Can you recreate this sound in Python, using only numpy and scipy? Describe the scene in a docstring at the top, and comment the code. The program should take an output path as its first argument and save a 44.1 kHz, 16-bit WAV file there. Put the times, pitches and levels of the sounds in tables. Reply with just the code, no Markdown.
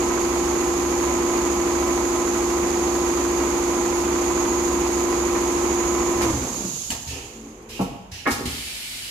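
"""Automatic leather stitching machine

A multi-head sewing machine stitches leather at 800 stitches a minute in a factory hall.
Shaft orders sum to a toothed whine, fixed clicks per turn rattle, and filtered noise hisses as needle air.
It brakes to rest: valves puff noise, a servo hums and creeps in two pushes, and decaying modes
knock as the mechanism lifts. A sagging hiss of air bleeds away; noise tails give the hall."""
import sys
import numpy as np
from scipy import signal
from scipy.fft import rfft, irfft, next_fast_len
from scipy.io import wavfile
from scipy.ndimage import uniform_filter1d

SR = 44100
rng = np.random.default_rng(int(sys.argv[2]) if len(sys.argv) > 2 else 0)


def waveform_to_disk(signal):
    """Save audio, clipped to [-1, 1], as 16-bit WAV at the path in sys.argv[1]."""
    frames = np.transpose(np.atleast_2d(signal))
    scaled = np.clip(frames, -1, 1) * 32767
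    samples = np.round(scaled).astype(np.int16)
    wavfile.write(sys.argv[1], SR, samples)


N = 401310
T, HZ = np.arange(N) / SR, np.fft.rfftfreq(N, 1 / SR)

# Stereo agreement. Each row: frequency in Hz, left-right correlation.
CORRELATION = [(100, 1), (180, 0.9), (330, 1), (600, 0.41), (1100, 0.06), (2000, 0), (4000, 0.0017)]
# Balance of a centred source. Each row: frequency in Hz, left-right level in dB.
CENTRE_SIDE = [(100, 0)]
# Balance of the machine body. Each row: frequency in Hz, left-right level in dB.
BODY_SIDE = [(300, 0.5), (600, -1.5), (1100, -0.5), (1500, -6.5), (2400, -7.5)]
# Noise floor of the hall. Each row: frequency in Hz, relative level in dB.
HALL_SPECTRUM = [(25, -22), (36, -4), (48, 11.5), (75, 0), (115, 4), (160, -2), (240, 0), (400, -8.5),
                 (800, -6), (1500, -14), (3000, -20), (6000, -41), (15000, -42)]
# Decay of the hall. Each row: frequency in Hz, t60 in seconds.
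HALL_T60 = [(100, 0.84), (400, 0.71), (900, 1), (1400, 0.77), (2300, 0.64), (3000, 0.76), (8000, 0.4),
            (15000, 0.24)]

# Main shaft. Each row: time in seconds, speed in turns per second.
SHAFT_SPEED = [(0, 13.333), (6.25, 13.333), (6.3, 12.6), (6.35, 11.1), (6.45, 9.7), (6.56, 8.4),
               (6.64, 7.9), (6.74, 5.8), (6.9, 2), (7.0, 0)]
# Shaft orders, strongest at the tooth mesh. Each row: cycles per turn, relative level in dB.
SHAFT_ORDERS = [(3, -22.5), (4, -21), (5, -12.5), (7, -26.5), (8, -25.5), (9, -29), (11, -27.5),
                (12, -25.5), (13, -54), (15, -34), (16, -17.5), (17, -51), (18, -17), (19, -17), (20, -16),
                (21, -11), (22, -16), (23, -19), (24, -50), (26, 2.5), (28, -9), (29, -37), (32, -20),
                (33, -28), (34, -23), (36, -16.5), (37, -18.5), (39, -25)]
# Ringing overtones of the drive. Each row: cycles per turn before rounding, relative level in dB,
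# left-right level in dB.
DRIVE_OVERTONES = [(42, -21.5, -11), (49, -20.5, 4), (53, -22, -15), (56, -19.5, -2), (61, -25.5, 1),
                   (72.9, -32, -8), (76.14, -11, -1.5), (81.2, -22, -1), (95.7, -17.5, -6),
                   (103.3, -29, -18), (149.4, -24.5, -10), (168.7, -21.5, -22)]
# Stereo phase of the shaft orders. Each row: frequency in Hz, left lead in radians.
CHANNEL_PHASE = [(280, -0.052), (347, -0.44), (375, -0.11), (500, -0.7)]
WHINE_DB, WHINE_DROP_DB = -23, 1  # at full speed; drop as the motor lets go
WHINE_FALL_DB_PER_TURN_PER_S = 3
MESH_ORDER = 26  # teeth that mesh in one turn
AFTERSOUND_S, AFTERSOUND_DB, AFTERSOUND_DB_PER_S = 6.27, -31.5, 38.5

# Linkage rattle. Each row: frequency in Hz, relative level in dB.
LINKAGE_SPECTRUM = [(240, -11), (400, -1), (520, -5), (600, -22), (760, -2), (930, -1), (1050, -1),
                    (1170, -3), (1320, -6.5), (1490, -11.5), (2140, -14), (2300, -11.5), (3200, -22),
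                    (5000, -52)]
# Loose churn. Each row: frequency in Hz, relative level in dB.
CHURN_SPECTRUM = [(25, -30), (45, -6), (70, 5), (95, -16), (150, -6.5), (210, 1.5), (340, 3.5), (450, -1),
                  (700, -3), (1100, -0.5), (1300, -7.5), (1500, -13), (2400, -8), (3500, -21.5),
                  (6000, -42)]
# Rattle at full speed, its fall at half speed, and how late that fall comes (exponent).
RATTLE_DB, RATTLE_FALL_DB, RATTLE_BEND = -28.5, 12, 1.38

# Blows within a stitch. Each row: share of a turn, mean level in dB, mean pitch in Hz, width in Hz,
# left-right level in dB, scrape level in dB.
STITCH_BLOWS = [(0.994, -36, 2150, 500, -14, -34.5), (.069, -23.5, 1040, 220, -5, -43),
                (.135, -25, 1010, 220, 0, -49), (.345, -20.5, 1090, 240, -8, -31),
                (.395, -23.5, 890, 200, -4, -40), (.475, -21, 1240, 260, -5, -48),
                (.52, -25, 694, 260, -3, -48), (.598, -26, 610, 130, -3, -55),
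                (.672, -28, 1040, 260, -4, -60), (.745, -28, 880, 280, -2, -51),
                (0.774, -30, 1210, 260, -15, -39), (.838, -19.5, 790, 146, -6, -54),
                (.885, -24.5, 980, 200, -14, -42), (.925, -26, 774, 179, -9, -48)]
# Needle scrape. Each row: frequency in Hz, relative level in dB.
SCRAPE_SPECTRUM = [(900, -12), (1500, 3.5), (2200, -3.5), (3000, -11.5), (5000, -8.5), (9000, -17),
                   (15000, -40)]

# Needle air. Each row: frequency in Hz, relative level in dB.
HISS_SPECTRUM = [(800, -13), (2000, -13.5), (2800, -1), (3500, -1), (5500, 2), (7500, -2), (8700, -5.5),
                 (10200, -4), (10550, -3), (11700, -3), (13000, -8), (15500, -24)]
# Its balance. Each row: frequency in Hz, left-right level in dB.
HISS_SIDE = [(2000, -11), (3000, -4.5), (5000, -1), (7500, -10), (9000, 2.5), (11500, 6), (15000, 0)]
# Nozzle whistle. Each row: frequency in Hz, relative level in dB.
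WHISTLE_SPECTRUM = [(5000, -41), (5800, -16), (6200, -0.5), (6500, 1), (6950, 0.5), (7300, -5),
                    (7800, -12.5), (8800, -33)]
# Its balance. Each row: frequency in Hz, left-right level in dB.
WHISTLE_SIDE = [(6000, -10), (6600, -11), (7100, -16), (8000, -25)]
# The whistle locks onto its narrow note. Each row: centre in seconds, half length in seconds,
# added share 0-1, swell in dB.
WHISTLE_FLARES = [(4.48, 0.19, 0.4, 1.5), (5.844, 0.21, 0.53, 3)]
HISS_DB, WHISTLE_DB, AIR_OFF_S = -36.5, -31.5, 6.847  # valve open; moment it shuts
# The shut line empties quickly down to a small leak that dies slowly.
EMPTY_DB_PER_S, LEAK_DB, LEAK_DB_PER_S = 30, -25, 5

# Exhaust puffs. Each row: start in seconds, level in dB before a common trim, valve open in seconds,
# low edge in Hz.
EXHAUST_PUFFS = [(6.214, -31, 0.012, 1950), (6.903, -30, 0.0061, 1800), (6.917, -33.5, 0.0093, 1500),
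                 (7.620, -58, .005, 5000), (7.808, -42, 0.012, 4500), (8.269, -39, 0.067, 3000),
                 (8.304, -30.5, 0.015, 3160)]
# Air through a valve. Each row: frequency in Hz, relative level in dB.
VALVE_SPECTRUM = [(800, -33), (1700, 5.5), (2300, 1.5), (2750, 3), (3400, 0.5), (5200, 2.5), (7000, 0.5),
                  (8700, -4), (11500, -0.5), (13000, -5), (15500, -11)]
# Air through the silencer. Each row: frequency in Hz, relative level in dB.
VENT_SPECTRUM = [(760, -48), (1300, -16), (1400, -14), (1600, -12.5), (1740, -10.5), (2160, -3), (2830, -4),
                 (3070, 0), (3410, -5.5), (4370, -3), (6220, -9.5), (6900, -7.5), (10900, -9), (15500, -21)]
# Balance of valve and silencer air. Each row: frequency in Hz, left-right level in dB.
VENT_SIDE = [(1300, 0), (2400, -6), (3100, -2.5), (4400, 1), (7500, -7), (9500, 9), (11500, 8.5),
             (15000, 0)]
# Cylinder strokes. 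Each row: start in seconds, air level in dB before a common trim,
# valve open in seconds, high edge in Hz, tube ring in dB, table boom in dB.
CYLINDER_STROKES = [(7.069, -36, 0.035, 11000, -40.5, -32.5), (7.686, -41.5, 0.078, 11030, -41.5, -44),
                    (8.112, -39, 0.043, 6800, -43, -38.5)]
STROKE_RISE_S = .009  # a cylinder's valve snaps open
BLEED_S, BLEED_DB, BLEED_SAG_DB_PER_S = 8.453, -32.5, 2.5

# Knocks. Each row: start in seconds, chatter in dB, low edge in Hz, high edge in Hz,
# tilt in dB per octave, chatter hold in seconds, frame ring in dB, table boom in dB.
STOP_KNOCKS = [(5.351, -28, 900, 2390, -6, .001, -34, -65), (6.21, -29.5, 300, 2200, 6, 0.013, -39, -38),
               (6.235, -35, 400, 2400, -3, .004, -40, -41), (6.285, -36, 420, 1400, -7, .004, -29, -28),
               (6.431, -37, 160, 260, -3, .008, -34, -48), (6.469, -30, 240, 1400, -4, .003, -31, -50),
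               (6.565, -33, 190, 420, -3, .01, -38, -43), (6.645, -41, 257, 330, -3, 0.017, -32, -54),
               (6.899, -35, 110, 230, -1.5, 0.0035, -34, -39), (6.918, -38, 550, 1150, -3, 0.036, -50, -55),
               (7.11, -40.5, 340, 1000, -2, 0.084, -56, -38),
               (7.793, -24, 387, 1040, -3, 0.019, -26.5, -41),
               (7.799, -28, 140, 180, -11, 0.02, -20.5, -49), (8.256, -26, 300, 2200, 0, 0.008, -37, -58),
               (8.264, -18, 255, 2250, .5, 0.019, -16, -46), (8.296, -24, 240, 330, 2.5, .004, -30, -34),
               (8.408, -30, 263, 440, 3, 0.0088, -32, -35), (8.453, -24, 250, 402, -6, 0.0035, -25, -31)]
# Modes of the steel frame. Each row: frequency in Hz, relative level in dB, t60 in seconds.
FRAME_MODES = [(185.6, 5.5, 0.17), (238, 0.5, .16), (267, 8.5, 0.15), (376, -2.5, 0.17), (450, -4, 0.14),
               (500, -11, .15), (564, -19, 0.19), (700, -7, 0.22), (813, -3, 0.26), (930, -3.5, 0.13),
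               (1095, -3, 0.16), (1262, 1, 0.082), (1368, -1, 0.15), (1680, -4, .17), (1840, -2, 0.2),
               (2110, -3.5, 0.18), (2236, 3, 0.16)]
# Modes of the table. Each row: mean frequency in Hz, relative level in dB, t60 in seconds.
TABLE_MODES = [(60, -5, .45), (74.4, 1, 0.33), (116.3, -1.5, 0.49)]
KNOCK_FALL_S = 0.022
BOOM_LAG_S, BOOM_RISE_S = 0.0191, 0.0041
# Hits of the latch. Each row: start in seconds, level in dB, tilt in dB per octave.
LATCH_HITS = [(6.904, -1.5, 2.5), (6.918, -9, -7.5)]
# Modes of the steel latch. Each row: frequency in Hz, level in dB before hit and tilt, t60 in seconds.
LATCH_MODES = [(680, -38, .09), (908, -33.5, 0.13), (1980, -35, 0.07), (2970, -21, 0.02), (4440, -32, .035),
               (5730, -43, .04), (7100, -30, .04), (7400, -23.5, 0.05)]
# Table shudder. Each row: frequency in Hz, relative level in dB.
SHUDDER_SPECTRUM = [(40, -24), (56, -16), (68, 1.5), (88, -25), (115, -1), (145, -13), (200, -8), (232, -8),
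                    (270, -20), (400, -13), (520, -11), (2000, -62)]
SHUDDER_S, SHUDDER_RISE_S, SHUDDER_DB = 6.07, 0.21, -31.5

# Tones of the creeping servo. Each row: mean frequency in Hz, relative level in dB.
SERVO_TONES = [(47, -6), (333, -5), (378, -7), (420, -4.5), (480, -7.5), (510, -11.5)]
CREEP_S, CREEP_RISE_S, CREEP_HOLD_S, CREEP_FALL_S, CREEP_DB = 7.05, 0.19, 0.68, 0.04, -46
# Pushes of the servo. Each row: start in seconds, length in seconds, hum level in dB,
# whirr start in Hz, whirr end in Hz.
SERVO_PUSHES = [(7.305, 0.272, -43.5, 262, 303), (7.619, 0.2, -49.5, 302, 376)]
PUSH_HUM_HZ, PUSH_WHIRR_DB = 225, -3  # whirr relative to the hum

EDGE_HZ = 15700


def amp(db):
    """Decibels to gain."""
    return 10 ** (np.asarray(db) / 20)


def unit(x):
    """Scales to rms 1."""
    return x / np.sqrt(np.mean(x ** 2) + 1e-20)


def curve(rows, axis=1):
    """One column of a control table at every sample."""
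    rows = np.array(rows)
    return np.interp(T, rows[:, 0], rows[:, axis])


def read(points, hz=HZ):
    """A spectrum joined by lines on a log-frequency axis."""
    f, value = np.transpose(points)
    return np.interp(np.log(hz + 1), np.log(f + 1), value)


def pan(db):
    """Left and right gains of constant power."""
    gains = np.array([amp(np.atleast_1d(db) / 2), amp(-np.atleast_1d(db) / 2)])
    return gains / np.sqrt(np.mean(gains ** 2, 0))


def drift(hz):
    """Slow chance of rms 1, fading out around the given rate."""
    return unit(irfft(rfft(rng.standard_normal(N)) * np.exp(-(HZ / hz) ** 2), N))


def envelope(t, rise_s, hold_s, fall_s):
    """Straight attack from t = 0, hold, exponential release."""
    return np.clip(t / rise_s, 0, 1) * np.exp(-np.maximum(t - rise_s - hold_s, 0) / fall_s)


def add(mix, s, sound):
    """Places a stereo sound at time s."""
    part = mix[:, round(s * SR):][:, :sound.shape[1]]
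    part += sound[:, :part.shape[1]]


def colour(pair, gain, side=CENTRE_SIDE):
    """Filters two unrelated signals into a stereo pair that agrees in the bass."""
    hz = np.fft.rfftfreq(pair.shape[1], 1 / SR)
    a, b = rfft(pair)
    same = np.clip(read(CORRELATION, hz), -1, 1)
    both = np.array([a, same * a + np.sqrt(1 - same ** 2) * b])
    return unit(irfft(both * gain * pan(read(side, hz)), pair.shape[1]))


def panel_ripple(hz, reflect=.22, count=6):
    """Echoes off nearby steel panels ripple a spectrum, differently in each channel."""
    delays_s = rng.uniform(0.00101, .012, (count, 2, 1))
    return abs(1 + reflect * np.exp(-2j * np.pi * hz * delays_s).sum(0))


def noise(spectrum, side=CENTRE_SIDE, reflect=0):
    """Steady stereo noise with the given spectrum and strength of panel echoes."""
    size = next_fast_len(N, True)
    hz = np.fft.rfftfreq(size, 1 / SR)
    gain = amp(read(spectrum, hz)) * (panel_ripple(hz, reflect) if reflect else 1)
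    return colour(rng.standard_normal((2, size)), gain, side)[:, :N]


def band(hz, low_hz, high_hz, order):
    """Gain of a band-pass."""
    return 1 / np.sqrt((1 + (low_hz / (hz + 1)) ** (2 * order)) * (1 + (hz / high_hz) ** (2 * order)))


def causal(gain):
    """Gives a filter the phase that makes it ring only after it is struck."""
    log = np.log(np.maximum(gain / gain.max(), 1e-5))
    return np.exp(np.conj(signal.hilbert(np.r_[log, log[-2:0:-1]])))[:len(gain)]


def struck(modes, spread_hz=1300):
    """Free ring of modes; the higher a mode, the more its phase differs between channels."""
    t, ring = T[:SR // 2], 0
    for hz, db, t60_s in modes:
        sign = rng.choice([-1, 1])
        phase = min(hz / spread_hz, 1) * rng.standard_normal((2, 1))
        ring = ring + amp(db - 60 * t / t60_s) * sign * np.sin(2 * np.pi * hz * t + phase)
    return ring


def strikes(turns, share):
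    """One click each time the shaft passes the given share of a turn."""
    return np.diff(np.floor(turns - share), prepend=np.floor(-share))


def shaft_angle(ripple_turns=.0018, wander_turns=0.00034):
    """Turns made so far; the shaft slows and recovers a little within every stitch."""
    turns = np.cumsum(curve(SHAFT_SPEED)) / SR
    return turns + ripple_turns * np.sin(2 * np.pi * turns) + wander_turns * drift(5.5)


def slowing():
    """Turns per second that the shaft has lost from full speed."""
    speed = curve(SHAFT_SPEED)
    return speed.max() - speed


def vigour():
    """Gain of all that rattles: it holds up as braking begins, then collapses."""
    lost = slowing()
    return amp(-RATTLE_FALL_DB * (2 * lost / lost.max()) ** RATTLE_BEND)


def hall_floor():
    """Steady coloured noise of the hall, its level wavering slightly."""
    return amp(-48.5 + 0.31 * drift(12.0)) * noise(HALL_SPECTRUM)


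def hall(x):
    """Diffuse tail of the hall, each band dying at its own speed."""
    hz, t, z = signal.stft(rng.standard_normal((2, SR)), SR, nperseg=256)
    decay = amp(-60 * t / read(HALL_T60, hz)[:, None])
    build = 1 - np.exp(-t / 0.012)
    tail = signal.istft(z * decay * build, SR, nperseg=256)[1]
    tail = colour(tail[:, :SR], 1) / np.sqrt(SR)
    return signal.fftconvolve(x, tail, axes=1)[:, :N]


def aftersound(rise_s=0.054, waver_db=-3.5):
    """The hall holds the full-speed note of the teeth while the drive falls away beneath it."""
    t = np.maximum(T - AFTERSOUND_S, 0)
    note = unit(np.sin(2 * np.pi * MESH_ORDER * SHAFT_SPEED[0][1] * T))
    level_db = AFTERSOUND_DB - AFTERSOUND_DB_PER_S * t + waver_db * drift(8)
    return np.minimum(t / rise_s, 1) * amp(level_db) * note


def shudder():
    """The table rumbles as the seam ends and the shaft brakes, and settles with the shaft."""
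    rise = np.clip((T - SHUDDER_S) / SHUDDER_RISE_S, 0, 1)
    return amp(SHUDDER_DB) * rise * vigour() * noise(SHUDDER_SPECTRUM)


def servo(waver=0.032, rub_db=-2.5):
    """A servo creeps to its rest position, humming on wavering tones and rubbing."""
    hum = 0
    for hz, db in SERVO_TONES:
        cycles = np.cumsum(hz * (1 + waver * drift(33.2))) / SR
        hum = hum + amp(db) * np.sin(2 * np.pi * cycles)
    move = envelope(T - CREEP_S, CREEP_RISE_S, CREEP_HOLD_S, CREEP_FALL_S)
    return amp(CREEP_DB) * move * (unit(hum) + amp(rub_db) * noise(CHURN_SPECTRUM, BODY_SIDE))


def nudges(edge_s=0.06, waver=0.0245, flutter_db=3.5):
    """The servo pushes twice: the frame hums at one pitch while a soft whirr climbs above it."""
    out = np.zeros(N)
    for s, length_s, db, from_hz, to_hz in SERVO_PUSHES:
        push = np.clip(np.minimum(T - s, s + length_s - T) / edge_s, 0, 1)
        hz = np.interp(T, [s, s + length_s], [from_hz, to_hz]) * (1 + waver * drift(31))
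        whirr = amp(PUSH_WHIRR_DB + flutter_db * drift(22)) * np.sin(2 * np.pi * np.cumsum(hz) / SR)
        out += amp(db) * np.sqrt(2) * push * (np.sin(2 * np.pi * PUSH_HUM_HZ * T) + whirr)
    return out


def bleed(rise_s=0.0041, spurt_db=3.5, spurt_fall_s=0.026):
    """Air bleeds through the silencer: a first spurt, then a slowly sagging hiss."""
    t = np.maximum(T - BLEED_S, 0)
    level_db = BLEED_DB + spurt_db * np.exp(-t / spurt_fall_s) - BLEED_SAG_DB_PER_S * t
    return np.minimum(t / rise_s, 1) * amp(level_db) * noise(VENT_SPECTRUM, VENT_SIDE, reflect=0.19)


def valve_air(low_hz, high_hz):
    """One second of air rushing through a valve."""
    hz = np.fft.rfftfreq(SR, 1 / SR)
    gain = band(hz, low_hz, high_hz, order=2) * amp(read(VALVE_SPECTRUM, hz))
    gain = gain * panel_ripple(hz, reflect=0.62)
    return colour(rng.standard_normal((2, SR)), gain, VENT_SIDE)


def valves(trim_db=3.0, rise_s=0.0041, fall_per_open=2.4, high_hz=13500, side_db=0.0):
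    """Short puffs of exhaust air; the longer a valve is open, the slower its puff dies."""
    out = np.zeros((2, N))
    for s, db, open_s, low_hz in EXHAUST_PUFFS:
        shape = envelope(T[:SR], rise_s, open_s, fall_per_open * open_s)
        add(out, s, amp(db + trim_db) * pan(side_db) * shape * valve_air(low_hz, high_hz))
    return out


def boom(detune=0.051):
    """The table's low answer to a jolt, its modes detuned a little each time."""
    modes = [(hz * (1 + detune * rng.standard_normal()), db, t60_s) for hz, db, t60_s in TABLE_MODES]
    return np.minimum(T[:SR // 2] / BOOM_RISE_S, 1) * struck(modes)


def cylinders(trim_db=0.5, fall_s=0.11, low_hz=2400, side_db=-1, ring_hz=2760, width_hz=850,
              fill_s=0.04, linger_s=0.11, tube_side_db=-7):
    """Each stroke jolts the table while air rushes in and rings on in the hollow tube."""
    out, t, hz = np.zeros((2, N)), T[:SR], np.fft.rfftfreq(SR, 1 / SR)
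    resonance = 1 / (1 + (2 * (hz - ring_hz) / width_hz) ** 2)
    for s, db, open_s, high_hz, tube_db, boom_db in CYLINDER_STROKES:
        rush = pan(side_db) * envelope(t, STROKE_RISE_S, open_s, fall_s) * valve_air(low_hz, high_hz)
        ring = colour(rng.standard_normal((2, SR)), resonance)
        tube = pan(tube_side_db) * envelope(t, fill_s, open_s, linger_s) * ring
        add(out, s, amp(db + trim_db) * rush + amp(tube_db) * tube)
        add(out, s, amp(boom_db) * boom())
    return out


def latch(side_db=-2, pivot_hz=2000):
    """A steel latch snaps brightly as the shaft comes to rest, then seats with a duller clack."""
    out = np.zeros((2, N))
    for s, hit_db, tilt_db in LATCH_HITS:
        modes = [(hz, db + tilt_db * np.log2(hz / pivot_hz), t60_s) for hz, db, t60_s in LATCH_MODES]
        add(out, s, amp(hit_db) * pan(side_db) * struck(modes))
    return out


def frame_chatter(shape, low_hz, high_hz, tilt_db, dense_db=-9, width_hz=45, bounce_s=.0052,
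                  contact_share=0.4):
    """A part bounces unevenly on its stop under the envelope, shaking the steel frame within a band."""
    hz = np.fft.rfftfreq(len(shape), 1 / SR)
    body = amp(dense_db) + sum(amp(db) / (1 + (2 * (hz - f) / width_hz) ** 2) for f, db, _ in FRAME_MODES)
    gain = body * band(hz, low_hz, high_hz, order=4) * amp(tilt_db * np.log2(hz + 1))
    pace = np.exp(.25 * unit(uniform_filter1d(rng.standard_normal(len(shape)), size=200)))
    bounces = np.exp(-(np.cumsum(pace) / (bounce_s * SR) % 1) / contact_share)
    force = shape * bounces * rng.standard_normal((2, len(shape)))
    return colour(force, causal(gain), BODY_SIDE) * np.sqrt(np.mean(shape ** 2))


def knocks(rise_s=0.00024, ring_rise_s=0.0024):
    """Brake, trimmer and lifting cylinders hit stops and chatter; frame modes ring, the table booms."""
    out, t = np.zeros((2, N)), T[:SR // 2]
    hz, mode_db, t60_s = np.transpose(FRAME_MODES)
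    for s, db, low_hz, high_hz, tilt_db, chatter_s, ring_db, boom_db in STOP_KNOCKS:
        shape = envelope(t, rise_s, chatter_s, KNOCK_FALL_S)
        add(out, s, amp(db) * frame_chatter(shape, low_hz, high_hz, tilt_db))
        gains = amp(mode_db + tilt_db * np.log2(hz)) * band(hz, low_hz, high_hz, order=4)
        ring = struck(zip(hz, 20 * np.log10(gains / np.linalg.norm(gains)), t60_s))
        add(out, s, amp(ring_db) * np.sqrt(2) * pan(-0.81) * np.minimum(t / ring_rise_s, 1) * ring)
        add(out, s + BOOM_LAG_S, amp(boom_db) * boom())
    return out


def air_jets(whistle_hz=6670, width_hz=200, flutter_db=0.51, narrow_share=0.29, narrow_wander=.09,
             unlock_s=6.0, unlock_fall_s=0.053):
    """Cooling air hisses from the nozzles until its valve shuts; one whistles, at times on a narrow note."""
    shut_s = np.maximum(T - AIR_OFF_S, 0)
    flow = np.maximum(amp(-EMPTY_DB_PER_S * shut_s), amp(LEAK_DB - LEAK_DB_PER_S * shut_s))
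    narrow, swell_db = narrow_share + narrow_wander * drift(0.72), 0
    for s, half_s, share, db in WHISTLE_FLARES:
        flare = np.exp(-((T - s) / half_s) ** 2)
        narrow, swell_db = narrow + share * flare, swell_db + db * flare
    narrow = np.clip(narrow, 0, 1) * np.exp(-np.maximum(T - unlock_s, 0) / unlock_fall_s)
    resonance = 1 / (1 + ((HZ - whistle_hz) / width_hz) ** 2)
    note = colour(rng.standard_normal((2, N)), resonance, WHISTLE_SIDE)
    broad = noise(WHISTLE_SPECTRUM, WHISTLE_SIDE, reflect=0.21)
    whistle = np.sqrt(1 - narrow) * broad + np.sqrt(narrow) * note
    hiss = noise(HISS_SPECTRUM, HISS_SIDE, reflect=0.14)
    return flow * amp(flutter_db * drift(40)) * (amp(HISS_DB) * hiss + amp(WHISTLE_DB + swell_db) * whistle)


def linkages(turns, count=70, rattle_db=-7.0, churn_db=-2.0, uneven_db=1.8):
    """Joints click at the same shaft angles on every turn, over a loose churn that never repeats."""
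    clicks = np.zeros((2, N))
    stitch = np.arange(int(turns[-1]) + 1)[:, None]
    for channel in clicks:
        angles = (np.arange(count) + rng.random(count)) / count
        at = np.minimum(np.searchsorted(turns, stitch + angles), N - 1)
        level_db = 1.9 * rng.standard_normal(count) + uneven_db * rng.standard_normal(at.shape)
        channel[at] = rng.choice([-1, 1], count) * amp(level_db)
    clicks[:, -1] = 0  # angles never reached
    rattle = colour(clicks, amp(read(LINKAGE_SPECTRUM)), BODY_SIDE)
    churn = noise(CHURN_SPECTRUM, BODY_SIDE) * amp(1.44 * drift(39))
    return amp(RATTLE_DB) * vigour() * (amp(rattle_db) * rattle + amp(churn_db) * churn)


def drive(turns, load_share=.24, scatter_rad=0.96, load_db=0.8, judder_db=5.5, unload_db=3.0, ring_db=-14):
    """Shaft orders crowd where the needle loads the drive; the teeth sing above, and stand clear in braking."""
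    angle, speed = 2 * np.pi * (turns - load_share), curve(SHAFT_SPEED)
    # under braking the load eases, the belt judders and the hall rings on
    braking = np.clip(speed[0] - speed, 0, 1)
    circle = np.linspace(0, 2 * np.pi, 8192)
    lead = np.array([[.5], [-.5]])

    def play(turn):
        return np.array([np.interp(angle % (2 * np.pi), circle, channel) for channel in turn])

    orders = {}
    for k, db in SHAFT_ORDERS:
        phase = scatter_rad * rng.standard_normal() + lead * read(CHANNEL_PHASE, k * speed[0])
        orders[k] = amp(db) * np.cos(k * circle + phase)
    overtones = 0
    for k, db, side_db in DRIVE_OVERTONES:
        phase = rng.uniform(0, 2 * np.pi) + rng.normal(0, 0.14, (2, 1))
        overtones = overtones + amp(db) * pan(side_db) * np.cos(round(k) * circle + phase)
    low, teeth, high = play(sum(orders.values())), play(orders[MESH_ORDER]), play(overtones)
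    low = teeth + amp(-unload_db * braking) * (low - teeth)
    level_db = WHINE_DB - WHINE_DROP_DB * braking - WHINE_FALL_DB_PER_TURN_PER_S * slowing()
    level_db = level_db + load_db * np.cos(angle) + judder_db * braking * drift(35)
    tone = (low * pan(-0.53) + amp(-1.0 + 2.0 * drift(6.8)) * high) / np.std(low[:, T < 6])
    sound = tone * np.clip(speed / 5, 0, 1) * amp(level_db)
    return sound + amp(ring_db) * hall(braking * sound)


def needle(turns, uneven_db=0.9, late_s=.00025, detune=0.051, scrape_rise_s=0.0012,
           scrape_hold_s=0.00063, scrape_fall_s=.0022):
    """Needle, presser foot, hook and take-up knock and scrape each stitch, uneven in force, timing and pitch."""
    t, out, contact = T[:SR // 40], np.zeros((2, N)), np.zeros(N)
    for share, db, hz, width_hz, side_db, scrape_db in STITCH_BLOWS:
        hits = np.flatnonzero(strikes(turns, share))
        chances = np.sqrt(3) * rng.uniform(-1, 1, (100, 3))  # rms 1
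        for at, (strength, late, pitch) in zip(hits, chances):
            at = max(at + round(late * late_s * SR), 0)
            force, f = amp(uneven_db * strength), hz * np.exp(detune * pitch)
            swing = np.exp(-np.pi * width_hz * t) * (1 - np.exp(-f * t * np.pi)) * np.sin(2 * np.pi * f * t)
            ring = np.gradient(swing) * SR / (2 * np.pi * f)
            add(out, at / SR, force * amp(db) * pan(side_db) * ring)
            contact[at] += force * amp(scrape_db)
    contact = signal.oaconvolve(contact, envelope(t, scrape_rise_s, scrape_hold_s, scrape_fall_s))[:N]
    return (out + contact * noise(SCRAPE_SPECTRUM, BODY_SIDE)) * vigour()


def scene():
    """The running machine, its stopping cycle and the hall around it."""
    turns = shaft_angle()
    stitches = needle(turns)
    bangs = knocks() + latch()
    puffs = valves() + cylinders() + bleed()
    wet = hall(amp(-10.5) * stitches + amp(-9.5) * bangs + amp(-9.0) * puffs)
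    background = hall_floor() + wet + aftersound()
    stopping = shudder() + servo() + nudges() + puffs + bangs
    running = air_jets() + linkages(turns) + drive(turns) + stitches
    return background + stopping + running


def record(dry):
    """Low-passes the sum at the band edge."""
    lowpass = signal.firwin(511, EDGE_HZ, window=("kaiser", 9), fs=SR)
    return signal.oaconvolve(dry, lowpass[None], "same")


dry = scene()
out = record(dry)
waveform_to_disk(out)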